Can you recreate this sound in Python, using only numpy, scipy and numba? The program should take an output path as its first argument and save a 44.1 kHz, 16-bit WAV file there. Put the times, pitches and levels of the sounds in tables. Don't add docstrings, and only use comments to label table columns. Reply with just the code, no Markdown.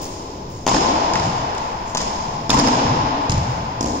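import sys
import numpy as np
from scipy import signal
from scipy.fft import rfft, irfft
from scipy.io import wavfile
from scipy.ndimage import uniform_filter1d
from numba import njit

SR = 44100
rng = np.random.default_rng(int(sys.argv[2]) if len(sys.argv) > 2 else 0)


def wav_record(signal):
    frames = np.transpose(np.atleast_2d(signal))
    bounded = np.clip(frames, -1, 1)
    quanta = np.round(bounded * 32767).astype(np.int16)
    wavfile.write(sys.argv[1], SR, quanta)


def boost_factor(decibels):
    exponent = np.asarray(decibels, float) / 20
    return 10 ** exponent


N = 176400
HIT_SIZE = 4096
SOUND_M_S = 343
PORTS_M = 0.17
DIRECT_DB = -1


def curve(table, hz):
    points = np.array(table)
    return np.interp(np.log(np.maximum(hz, 1)), np.log(points[:, 0]), points[:, 1])


def colour(x, gain):
    size = x.shape[-1]
    return irfft(rfft(x) * gain(np.fft.rfftfreq(size, 1 / SR)), size)


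def ring(hz, t60, size):
    t = np.arange(size) / SR
    return np.sin(2 * np.pi * hz * t) * np.exp(-np.log(1000) * t / t60)


def add(out, s, x):
    i = int(round(s * SR))
    a = max(i, 0)
    b = max(a, min(i + x.shape[-1], out.shape[-1]))
    out[..., a:b] += x[..., a - i:b - i]


def through(path, x):
    return signal.fftconvolve(path, [x], axes=1)


@njit
def mirrors(src, mic, box, ports, per_m, uneven, size):
    out, far, c = np.zeros((2, size + 2)), size / per_m, 0
    n = (far / box).astype(np.int64) + 1
    for i in range(-n[0], n[0] + 1):
        x = i * box[0] + (src[0] if i % 2 == 0 else box[0] - src[0]) - mic[0]
        for j in range(-n[1], n[1] + 1):
            y = j * box[1] + (src[1] if j % 2 == 0 else box[1] - src[1]) - mic[1]
            if x * x + y * y > far * far:
                continue
            m = int(np.sqrt(far * far - x * x - y * y) / box[2]) + 1
            for k in range(-m, m + 1):
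                z = k * box[2] + (src[2] if k % 2 == 0 else box[2] - src[2]) - mic[2]
                r = np.sqrt(x * x + y * y + z * z)
                c = (c + 1) % len(uneven)
                for e in range(2):
                    p = (r * uneven[c] + (e - .5) * ports * x / r) * per_m
                    q = int(p)
                    if q < size:
                        out[e, q] += (q + 1 - p) / r
                        out[e, q + 1] += (p - q) / r
    return out[:, :size]


COURT_M = (6.1, 12.2, 6.1)
PHONE_AT_M = (3.2, .4, .2)
# (frequency [Hz], t60 [s])
COURT_T60 = [(60, 1.4), (150, 0.85), (300, 3.24), (900, 5.54), (2000, 5.36), (4000, 3.12), (7000, 1.53),
             (12000, 0.9)]


def court(at):
    tail_s, uneven_share, build_s = 2.1, 0.0007, 0.029
    r = np.linalg.norm(np.subtract(at, PHONE_AT_M))
    uneven = 1 + uneven_share * rng.standard_normal(99991)
    h = mirrors(np.array(at), np.array(PHONE_AT_M), np.array(COURT_M), PORTS_M, SR / SOUND_M_S,
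                uneven, int(tail_s * SR))
    h = signal.sosfilt(signal.butter(2, 35, "high", fs=SR, output="sos"), h)
    h = r * h[:, int(r / SOUND_M_S * SR) - 12:]
    t = np.arange(h.shape[1]) / SR
    after_direct = t >= 0.0015
    build = 1 - np.exp(-(t / build_s) ** 2)
    fade_out = np.clip((t[-1] - t) / 0.3, 0, 1)
    tail = h * after_direct * build * fade_out * 6 / r
    hz, s, z = signal.stft(tail, SR, nperseg=512)
    decay = boost_factor(-60 * s / curve(COURT_T60, hz)[:, None])
    tail = signal.istft(z * decay, SR, nperseg=512)[1]
    lag = int(round((at[0] - PHONE_AT_M[0]) / r * PORTS_M / SOUND_M_S * SR / 2))
    direct = np.zeros((2, 32))
    direct[[0, 1], [12 - lag, 12 + lag]] = 1.5
    return direct, tail


def thump(hz):
    cycles = 5
    onset = 1 - np.exp(-np.arange(HIT_SIZE) / SR * hz * 6)
    return ring(hz, cycles / hz, HIT_SIZE) * onset


# (frequency [Hz], level [dB], t60 [s])
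BALL_MODES = [(434, -7, 0.012), (669.6, -3.5, 0.023), (859.6, -0.5, 0.023), (1023, -1, 0.026),
              (1109, -6, 0.024)]


def ball_body(thump_db, thump_hz, ring_db):
    contact = np.hanning(40) / 14
    shell = np.zeros(HIT_SIZE)
    for m, (hz, db, t60) in enumerate(BALL_MODES):
        shell += (-1) ** m * boost_factor(db) * ring(hz, t60, HIT_SIZE)
    body = boost_factor(thump_db) * thump(thump_hz) + boost_factor(ring_db) * shell
    return np.convolve(body, contact)[:HIT_SIZE]


# (frequency [Hz], level [dB])
CRACK = [(500, -42), (1200, 11), (2000, 7), (3500, 5), (6000, -2), (10000, -6.5), (16000, -12.5)]


def crack_colour(x, tilt_db_oct):
    return colour(x, lambda f: boost_factor(curve(CRACK, f) + tilt_db_oct * np.log2(np.maximum(f, 900) / 4000)))


def crack(tilt_db_oct):
    rise_s, crack_s, smear_db, smear_s = 0.00056, 0.0025, -6.5, 0.0099
    t = np.arange(HIT_SIZE) / SR
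    fall = np.exp(-(t / crack_s) ** 2) + boost_factor(smear_db) * np.exp(-t / smear_s)
    shape = (1 - np.exp(-t / rise_s)) * fall
    return crack_colour(rng.standard_normal(HIT_SIZE) * shape, tilt_db_oct)


# (time [s], thump level [dB], thump frequency [Hz], ring level [dB], crack level [dB])
HITS = [
    (-.45, -9, 370, -13.5, -27),
    (0.6651, -12.5, 293, -9.5, -22.5),
    (1.135, -19.5, 157, -32, -26.5),
    (1.5486, -43, 188, -54, -40.5),
    (1.948, -23, 240, -16, -27),
    (2.494, -11.5, 262, -13.5, -23.5),
    (3.2955, -9, 115.4, -30, -25),
    (3.808, -13, 274, -16, -31),
]
HITS_AT_M = [
    (2.1, 9.3, 1.1),
    (3.4, 11.9, 2.3),
    (4.9, 8.3, .1),
    (4.2, 6.1, .9),
    (4.4, 5.2, .1),
    (1.3, 11.8, .7),
    (1.1, 4.3, .1),
    (.7, 2.9, .1),
]
# (body [dB], crack [dB], treble tilt [dB/octave])
HIT_FILL = [(-6.5, -1, 4.5), (2.5, 4, -0.13), (-4, -1.5, -0.7), (-5, 1, 4.5), (-0.5, 0.4, 2), (6.5, 6.5, 0),
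            (-6.5, -5.5, 1), (-2.5, -1, 6.5)]


def hits():
    out = np.zeros((2, N))
    click_db, tail_db = 21, -5.5
    tick = boost_factor(click_db) * (np.arange(HIT_SIZE) == 40)
    for hit, at, (wet_db, wet_crack_db, tilt) in zip(HITS, HITS_AT_M, HIT_FILL):
        s, thump_db, thump_hz, ring_db, crack_db = hit
        body = ball_body(thump_db, thump_hz, ring_db)
        direct, tail = court(at)
        near = boost_factor(DIRECT_DB) * body + boost_factor(crack_db) * crack(tilt)
        fill = boost_factor(wet_db) * body + boost_factor(crack_db + wet_crack_db) * crack_colour(tick, tilt)
        add(out, s, through(direct, near))
        add(out, s, boost_factor(tail_db) * through(tail, fill))
    return out


# (frequency [Hz], level [dB])
AIR = [(30, -1.5), (100, -2.5), (400, -8), (1000, -22.5), (2000, -32.5), (5000, -38), (9000, -52.5),
       (15000, -29)]


def air():
    air_db = -33.5
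    mid = rfft(rng.standard_normal(N))
    side = rfft(rng.standard_normal(N))
    f = np.fft.rfftfreq(N, 1 / SR)
    alike = np.sinc(2 * f * PORTS_M / SOUND_M_S)
    both = mid * np.sqrt(1 + alike) + side * np.sqrt(1 - alike) * np.array([[1], [-1]])
    x = irfft(boost_factor(curve(AIR, f)) * both, N)
    return x / x.std() * boost_factor(air_db)


# (time [s], length [s], level [dB])
SCUFFS = [
    (0., 0.086, -40.5),
    (0.48, 0.17, -54),
    (1.228, 0.058, -43),
    (1.851, 0.098, -47),
    (2.315, 0.053, -53),
    (3.2, 0.072, -52),
]


def scuffs():
    centre_hz, width_hz = 6000, 14000
    t = np.arange(N) / SR
    rub = colour(rng.standard_normal(N),
                 lambda f: 1 / (1 + ((f - centre_hz) / width_hz) ** 2) * f / (f + 1500))
    rub *= boost_factor(2.4 * uniform_filter1d(rng.standard_normal(N), size=100) * 10)
    drag = sum(boost_factor(db) * np.sin(np.pi * np.clip((t - s) / n, 0, 1)) for s, n, db in SCUFFS)
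    return rub * drag


# (frequency [Hz], level [dB], t60 [s])
TAG_MODES = [(8640, -6.5, 0.85), (9370, -5.5, 0.57), (11100, -6, .5), (12590, -2, .5), (13670, 0, .4),
             (15600, 13, 0.28)]
# (time [s], level [dB])
TINKLES = [
    (0.018, -40),
    (.5, -54),
    (3.498, -58),
]


def tag():
    out, split_hz = np.zeros((2, N)), 80
    tinkle = np.zeros(SR)
    for hz, db, t60 in TAG_MODES:
        tinkle += boost_factor(db) * (ring(hz, t60, SR) + 0.56 * ring(hz + split_hz, t60, SR))
    for s, db in TINKLES:
        add(out, s, boost_factor(db) * tinkle)
    return out


# (time [s], level [dB], frequency [Hz])
STEPS = [
    (0.489, -26, 107),
    (1.209, -16.5, 126),
    (2.281, -22, 142),
    (2.851, -10.5, 134),
    (3.55, -22.5, 130),
]


def footfalls():
    out = np.zeros(N)
    for s, db, hz in STEPS:
        add(out, s, boost_factor(db) * thump(hz))
    return out


FEET_AT_M = (2.6, 6.7, .1)


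def shoes():
    dry = scuffs() + footfalls()
    direct, tail = court(FEET_AT_M)
    return through(direct, dry)[:, :N] + boost_factor(-10.5) * through(tail, dry)[:, :N]


# (time [s], level [dB], crack level [dB], treble tilt [dB/octave], left-right [dB])
ECHOES = [(.676, -4, -3, -3, 13), (.684, -3, -2.5, -4, -12), (.6915, -6, -5.5, 3.5, 6),
          (.699, -7.5, -13, -6, .1), (.713, -2.5, -11, -2, -2), (0.7214, -15, -9.5, -0.5, -3),
          (0.735, -15, -8.5, -2, 3), (.7445, 1.5, -5.5, 0, -2.1), (.765, -3, -4, -3, -2),
          (1.155, .1, 1.5, -3.5, 0.5), (1.197, -1, -3.5, -2, -4), (1.579, 6, 4.5, -4, -2.5),
          (1.956, -4, -6.5, -8.5, 4), (1.971, -12, 2.5, -1, 1), (1.977, -11, -2, .1, -2),
          (1.989, -15, -11, -4, 2), (2.005, -9, -2.5, -4, 1), (2.015, -15, -1.5, 0, 3),
          (2.5029, -1, 9.5, 0, -4.5), (2.514, 0, -1, -6, 4), (2.5298, -4, -0.5, 0.5, 2.1),
          (2.544, -5, -10.5, 7, 12), (2.548, -13, -14, -3, -5), (2.5889, -1, 3, 2, -3),
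          (2.596, 1, 5.7, 0, -10.5), (2.6727, -15, -1.5, -0.5, -4), (2.684, -14, -0.5, -3.5, -2.5),
          (3.305, -15, -8, 4, 0.5), (3.317, -9.5, -2.5, 1, -1), (3.321, -9, -6, -3, -2),
          (3.327, -11.5, -17, -2.5, -4), (3.338, -10, -11, 0, 1), (3.344, -5, -15, -3, -3),
          (3.378, -1.5, -12, 3, .1), (3.827, -5.5, -5, 3, -1), (3.842, -2, -14, 0, -6),
          (3.859, -4, -5, 1, -3)]


def echoes():
    out = np.zeros((2, N))
    starts = np.array(HITS)[:, 0]
    directs = [court(at)[0] for at in HITS_AT_M]
    bodies = [ball_body(*hit[1:4]) for hit in HITS]
    for s, db, echo_crack_db, echo_tilt, pan_db in ECHOES:
        k = np.searchsorted(starts, s) - 1
        slap = boost_factor(HITS[k][4] + echo_crack_db) * crack(HIT_FILL[k][2] + echo_tilt)
        echo = boost_factor(db + DIRECT_DB) * bodies[k] + slap
        add(out, s, through(directs[k], echo) * boost_factor(np.array([[pan_db], [-pan_db]]) / 2))
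    return out


# (time [s], frequency [Hz], level [dB], t60 [s])
SNAPS = [
    (2.5005, 3570, 5, 0.02),
    (2.503, 5000, -6, 0.014),
    (2.588, 4840, -11, .014),
    (2.672, 4900, -18, .02),
]


def snaps():
    out = np.zeros((2, N))
    onset = 1 - np.exp(-np.arange(HIT_SIZE) / SR / 0.0007)
    for s, hz, db, t60 in SNAPS:
        add(out, s, boost_factor(db - 12) * ring(hz, t60, HIT_SIZE) * onset)
    return out


def scene():
    return hits() + air() + tag() + shoes() + echoes() + snaps()


# (frequency [Hz], level [dB])
SIDE_LIFT = [(60, -8), (180, -13.5), (350, -3.5), (700, 0.5), (1200, 7), (1800, -4), (2600, 0.5)]


def widen(dry):
    mid = dry.mean(axis=0)
    side = colour((dry[0] - dry[1]) / 2, lambda f: boost_factor(curve(SIDE_LIFT, f)))
    return mid + side, mid - side


def port(x, hz, width_hz, db, roll_hz, mid_db):
    def law(f):
        resonance = db / (1 + (2 * (f - hz) / width_hz) ** 2)
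        roll = -16 * np.log2(1 + (f / roll_hz) ** 6) / (1 + f / 2960.0)
        lift = mid_db * np.exp(-np.log(np.maximum(f, 1) / 650) ** 2 / 0.45)
        return boost_factor(resonance + roll + lift)
    return colour(x, law)


# (frequency [Hz], width [Hz], level [dB])
PORTS = [(6730, 1900, 20), (5285, 1430, 19)]
ROLL_HZ = (8400, 6900)


def two_ports(left, right):
    left_mid_db = 4.5
    return np.array([port(left, *PORTS[0], ROLL_HZ[0], left_mid_db / 2),
                     port(right, *PORTS[1], ROLL_HZ[1], -left_mid_db / 2)])


@njit
def follow(x, rise, fall):
    e, out = .03, np.empty(len(x))
    for i in range(len(x)):
        e += (x[i] - e) * (rise if x[i] > e else fall)
        out[i] = e
    return out


def gain_control(x):
    top_db, ratio, attack_s, release_s = -7.5, 1.5, 0.00034, 0.07
    level = follow(np.abs(x).max(axis=0), 1 / (attack_s * SR), 1 / (release_s * SR))
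    return x * np.minimum(boost_factor(top_db) / level, 1) ** (1 - 1 / ratio)


def band_limit(x):
    return signal.sosfilt(signal.butter(12, 16520, fs=SR, output="sos"), x)


def record(dry):
    ceiling, top_hz = 0.8, 16400
    x = gain_control(two_ports(*widen(dry)))
    x = ceiling * np.tanh(x / ceiling)
    x = signal.sosfilt(signal.ellip(8, .2, 70, top_hz, fs=SR, output="sos"), x)
    return band_limit(x)


dry = scene()
out = record(dry)
wav_record(out)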